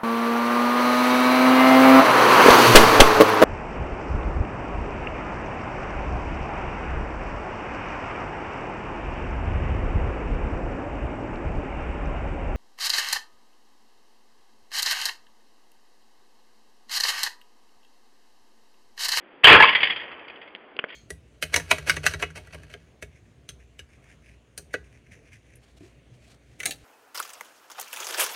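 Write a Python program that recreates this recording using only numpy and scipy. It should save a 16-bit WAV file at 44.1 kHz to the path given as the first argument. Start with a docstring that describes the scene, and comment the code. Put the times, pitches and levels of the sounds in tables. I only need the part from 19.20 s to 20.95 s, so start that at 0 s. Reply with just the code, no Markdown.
"""Coilgun slug through plastic discs.

The slug smashes the discs and bangs into what stands behind them, in a small room. Shards spray,
clatter on the wooden floor and settle; two dry knocks sound close by at the end. The crash
overloads a narrow-band microphone, which rubs faintly as it is carried towards the debris."""
import sys
import numpy as np
from scipy import signal
from scipy.fft import rfft, irfft, next_fast_len
from scipy.io import wavfile

SR = 44100
rng = np.random.default_rng(int(sys.argv[2]) if len(sys.argv) > 2 else 0)


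def bounce(signal):
    """Save signal as a 16-bit WAV file at the path given by the first command-line argument."""
    frames = np.transpose(np.atleast_2d(signal))
    limited = np.clip(frames, -1, 1)
    pcm = np.round(limited * 32767).astype(np.int16)
    wavfile.write(sys.argv[1], SR, pcm)


N = 77175
T = np.arange(N) / SR

# Spectra of the noise and debris. Each row: frequency in Hz, gain in dB.
AIR_SPECTRUM = [(25, -12), (90, -22), (180, -5.5), (330, 5), (550, 0), (800, -4), (1300, -7), (2000, -9),
                (3100, -16), (4000, -12.5), (6000, -22)]
RUB_SPECTRUM = [(25, -19), (70, -6.5), (170, -14.5), (300, -9.5), (500, 3), (700, -1.5), (950, -3.5),
                (1400, -5.5), (3000, -13), (5000, -28.5)]
SPLINTER_SPECTRUM = [(40, -13.5), (200, -8), (500, -4.5), (900, -3.5), (1400, -4.5), (2000, 1), (3200, -6),
                     (4000, -18), (6000, -6.5)]
SHARD_SPECTRUM = [(40, -22), (200, -15.5), (500, -18), (900, -14), (1400, -13), (2000, -1.5), (2800, -6),
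                  (3300, -3), (6000, -3)]
CRACK_SPECTRUM = [(30, -16), (65, -0.5), (100, -0.5), (200, -2), (320, -0.5), (500, 5.5), (700, 0),
                  (1100, 3.5), (2000, 3), (3200, -1.5), (6000, -3)]
# Rubbing envelope. Each row: time in seconds, level in dB.
RUB_LEVELS = [(.7, -56), (.9, -46), (1.2, -50), (1.35, -58.5), (1.75, -57)]
# Clicks within the knocks. Each row: start in seconds, level in dB, ring in Hz,
# relative thud level in dB, low-pass cutoff in Hz.
KNOCK_CLICKS = [(1.35, -18.5, 4140, -36, 9000), (1.3548, -35, 2100, -11, 7000),
                (1.3608, -31, 3700, -11, 8000), (1.5660, -23, 4000, -7, 7000),
                (1.5901, -14, 2626, -10, 8000), (1.5928, -17.5, 1473, -8, 3970),
                (1.5930, -12.5, 2930, -17.5, 7940), (1.5982, -26, 2400, -9, 3980),
                (1.6401, -11, 1604, -4.5, 2000), (1.645, -23.5, 2170, -7, 3600)]
# Shards landing. 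Each row: start in seconds, level in dB, ring in Hz.
SHARD_LANDINGS = [(.453, -9, 2590), (.473, -12, 2870), (.483, -9.5, 2680), (.490, -9, 2220),
                  (.505, -18, 2940), (.526, -15.5, 2115), (.549, -7, 2037), (.553, -10, 2300),
                  (.574, -23.5, 3244), (.604, -17, 2310), (.616, -18, 3010), (.630, -5.5, 2151),
                  (.640, -17, 2240), (.650, -16.5, 3080), (.670, -15, 1974), (.697, -17.5, 2047),
                  (.703, -15.5, 3336), (.709, -38.5, 2200), (.722, -21, 2406), (.761, -21, 3162),
                  (.772, -27.5, 1970), (.798, -29, 1720), (.812, -28.5, 1870), (.831, -32, 2076),
                  (.878, -38, 2580), (.914, -33.5, 2056), (.929, -40.5, 3050), (.992, -40, 2580),
                  (1.045, -44, 2310), (1.080, -35.5, 2140), (1.099, -35, 2450), (1.156, -38.5, 2975),
                  (1.214, -37, 2096), (1.225, -40, 2540), (1.275, -40.5, 2165), (1.684, -39, 2250),
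                  (1.691, -38.5, 2420), (1.702, -32.5, 1483), (1.721, -37.5, 2830), (1.7275, -36, 2060),
                  (1.740, -37, 2194)]
# Slug and large pieces striking. Each row: start in seconds, level in dB, ring in Hz,
# relative crunch level in dB.
HEAVY_BLOWS = [(0.234, -20, 1980, -6), (0.2374, -11.5, 2620, -1), (.243, 8, 3068, -4),
               (0.251, -1, 1626, 0.5), (0.255, 0.5, 2860, -3.5), (.270, 6, 1867, -0.5),
               (.278, -2.5, 2480, 4), (0.283, 1, 2568, 3), (.293, 1, 2005, -0.5), (0.3, -3, 1550, 6),
               (.318, 3, 1802, -5), (0.327, 4.5, 2380, -4), (.342, -6, 1302, -8), (0.35, 2.5, 1663, -15.5),
               (0.36, -8, 2420, -6.5), (.367, -4.5, 1278, -5), (.4015, 2.5, 1690, -6.5),
               (.405, 3.5, 913, -11), (.411, -3.5, 1714, -6.5), (0.4243, 1.5, 2080, -1),
               (.431, -1.5, 2302, -8), (0.436, 0.5, 1061, -6.5), (.443, 0, 1151, -7.5)]
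# Modes rung by the debris, and by the blows from the floorboards up.
# Each row: frequency in Hz, relative level in dB, T60 in seconds.
DEBRIS_MODES = [(1905, 11, 0.1), (2080, -14, .28), (2410, -9.5, .2), (3068, -10, .22), (3450, -4, 0.088),
                (3450, -6.5, 0.05)]
STRUCK_MODES = [(61.75, -14.5, .5), (127, -17, .55), (192.6, -9, 0.33), (301, -4, 0.25), (445, -12.5, 0.17),
                (513.3, -2.5, .2), (882, 0, 0.12), (1103, -11.5, 0.32), (1070, -3, .16), (1677, -1, 0.47),
                (1812, -3, 0.48), (1894, 0.5, 0.71), (2310, -7.5, .25), (2321, 3.5, 0.24), (2444, -1, .28),
                (2717, 1.5, .28), (2953, 0, 0.15)]
# Microphone filters before and after saturation. Each row: frequency in Hz, gain in dB.
MIC_RESPONSE = [(20, -2.5), (60, -1.5), (3300, 1), (3550, -10), (3800, -20), (4300, -24), (4700, -7),
                (5000, -15.5), (5600, -58.5), (7000, -96), (20000, -81.5)]
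SMOOTHING_RESPONSE = [(20, -5.5), (3400, 0), (4200, -3), (4900, -11.5), (5400, -17), (6500, -37),
                      (20000, -79)]


def from_db(db):
    """Decibels to gain."""
    return 10 ** (np.asarray(db) / 20)


def unit_rms(x):
    """Scale to rms 1."""
    return x / np.sqrt(np.mean(x ** 2) + 1e-20)


def butter(x, order, cutoff_hz, kind="low"):
    """Butterworth filter."""
    return signal.sosfilt(signal.butter(order, cutoff_hz, kind, fs=SR, output="sos"), x)


def unit_band_rms(x):
    """Scale to rms 1 within the microphone's band."""
    return x / np.sqrt(np.mean(butter(x, 6, 3500) ** 2) + 1e-20)


def decay(t_s, t60_s):
    """Unity until t = 0, then 60 dB down per T60."""
    return from_db(-60 * np.maximum(t_s, 0) / t60_s)


def coloured(x, spectrum):
    """Minimum-phase filter through (Hz, dB) points."""
    size = 2 * next_fast_len(len(x))
    hz, db = np.transpose(spectrum)
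    grid_hz = np.maximum(np.arange(size // 2 + 1) * SR / size, 1)
    gain = from_db(np.interp(np.log(grid_hz), np.log(hz), db))
    cepstrum = irfft(np.log(gain))
    cepstrum[1:size // 2] *= 2
    cepstrum[size // 2 + 1:] = 0
    return irfft(rfft(x, size) * np.exp(rfft(cepstrum)))[:len(x)]


def add(out, start_s, sound):
    """Mix a sound in at start_s."""
    i = int(start_s * SR)
    out[i:i + len(sound)] += sound[:N - i]


def grains(rate_per_s, spread_db=4.5):
    """Random clicks of uneven size."""
    sizes = from_db(spread_db * np.minimum(rng.exponential(1, N), 4))
    signs = rng.choice([-1, 1], N)
    return sizes * signs * (rng.random(N) < rate_per_s / SR)


def contact(ring_hz, t60_s, crunch_db):
    """One hit: a damped ring plus the crunch of chattering edges."""
    t = T[:SR // 8]
    fade = decay(t, t60_s)
    crunch = unit_band_rms(rng.standard_normal(len(t)) * fade) * np.sqrt(np.mean(fade ** 2))
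    return np.sin(2 * np.pi * ring_hz * t) * fade + from_db(crunch_db) * crunch


def ringing(drive, modes):
    """A body's driven modes, each at its own level."""
    out = np.zeros(N)
    for hz, db, t60_s in modes:
        response = np.sin(2 * np.pi * hz * T) * decay(T, t60_s)
        out += from_db(db) * unit_rms(signal.fftconvolve(drive, response)[:N])
    return out


def air(level_db=-50):
    """Steady room noise."""
    return from_db(level_db) * unit_rms(coloured(rng.standard_normal(N), AIR_SPECTRUM))


def room(x, t60_s=0.35, build_s=0.002):
    """Diffuse reflections build up and die away."""
    response = rng.standard_normal(N) * decay(T, t60_s) * (1 - np.exp(-T / build_s))
    return signal.fftconvolve(x, response / np.sqrt(np.sum(response ** 2)))[:N]


def rubbing():
    """Low, grainy friction on the microphone housing."""
    level_db = np.interp(T, *np.transpose(RUB_LEVELS), left=-90)
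    return from_db(level_db) * unit_rms(coloured(grains(rate_per_s=3000), RUB_SPECTRUM))


def knocks(thud_delay_s=0.0012, low_cut_hz=310):
    """Short plastic clicks, hard or soft, each with a low thud."""
    out = np.zeros(N)
    for start_s, db, ring_hz, thud_db, cutoff_hz in KNOCK_CLICKS:
        click = contact(ring_hz, t60_s=0.0083, crunch_db=-8.5)
        thud = contact(ring_hz=485, t60_s=0.015, crunch_db=-31.5)
        add(out, start_s, from_db(db) * butter(click, 2, cutoff_hz))
        add(out, start_s + thud_delay_s, from_db(db + thud_db) * thud)
    return butter(out, 1, low_cut_hz, "high")


def splinters(start_s=0.46, t60_s=1.64, level_db=-29.5):
    """Small splinters skitter in a fading patter."""
    fade = (T > start_s) * decay(T - start_s, t60_s)
    patter = coloured(grains(rate_per_s=1700), SPLINTER_SPECTRUM)
    return from_db(level_db) * fade * unit_band_rms(patter)


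def shards(attack_s=0.001):
    """Pieces hit the wooden floor and ring briefly."""
    out = np.zeros(N)
    for start_s, db, ring_hz in SHARD_LANDINGS:
        hit = contact(ring_hz, t60_s=0.055, crunch_db=3)
        attack = 1 - np.exp(-T[:len(hit)] / attack_s)
        add(out, start_s, from_db(db) * hit * attack)
    return coloured(out, SHARD_SPECTRUM)


def disc_cracks(start_s=0.268, rise_s=0.042, release_at_s=0.3438, t60_s=0.18, level_db=-2):
    """The discs break up in a dense burst of cracks."""
    swell = np.clip((T - start_s) / rise_s, 0, 1) * decay(T - release_at_s, t60_s)
    cracks = coloured(grains(rate_per_s=3300), CRACK_SPECTRUM)
    return from_db(level_db) * swell * unit_band_rms(cracks)


def blows(t60_s=0.042, low_cut_hz=990):
    """The slug and large pieces strike in quick succession."""
    out = np.zeros(N)
    for start_s, db, ring_hz, crunch_db in HEAVY_BLOWS:
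        add(out, start_s, from_db(db) * contact(ring_hz, t60_s, crunch_db))
    return butter(out, 1, low_cut_hz, "high")


def scene():
    """Crash and debris ring on in the room; knocks and rubbing are near; steady noise lies below."""
    crash = disc_cracks() + blows()
    debris = splinters() + shards()
    near_knocks = knocks()
    rings = from_db(-38.5) * ringing(crash, STRUCK_MODES)
    rings += from_db(-53.5) * ringing(debris, DEBRIS_MODES)
    reflections = room(from_db(-10) * (crash + debris) + from_db(-21) * near_knocks)
    background = air() + rubbing()
    return (background + reflections + rings + near_knocks + debris + crash)[None]


def record(dry):
    """A dull microphone saturates; its signal is smoothed, soft-clipped and low-passed."""
    overload, full_scale, knee = 0.86, 0.97, 18
    gain_db, cutoff_hz = 0.62, 16000
    saturated = overload * np.tanh(coloured(dry[0], MIC_RESPONSE) / overload)
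    smoothed = from_db(gain_db) * coloured(saturated, SMOOTHING_RESPONSE)
    clipped = smoothed / (1 + np.abs(smoothed / full_scale) ** knee) ** (1 / knee)
    low_pass = signal.ellip(10, 0.1, 80, cutoff_hz, fs=SR, output="sos")
    return signal.sosfilt(low_pass, clipped)[None]


dry = scene()
out = record(dry)
bounce(out)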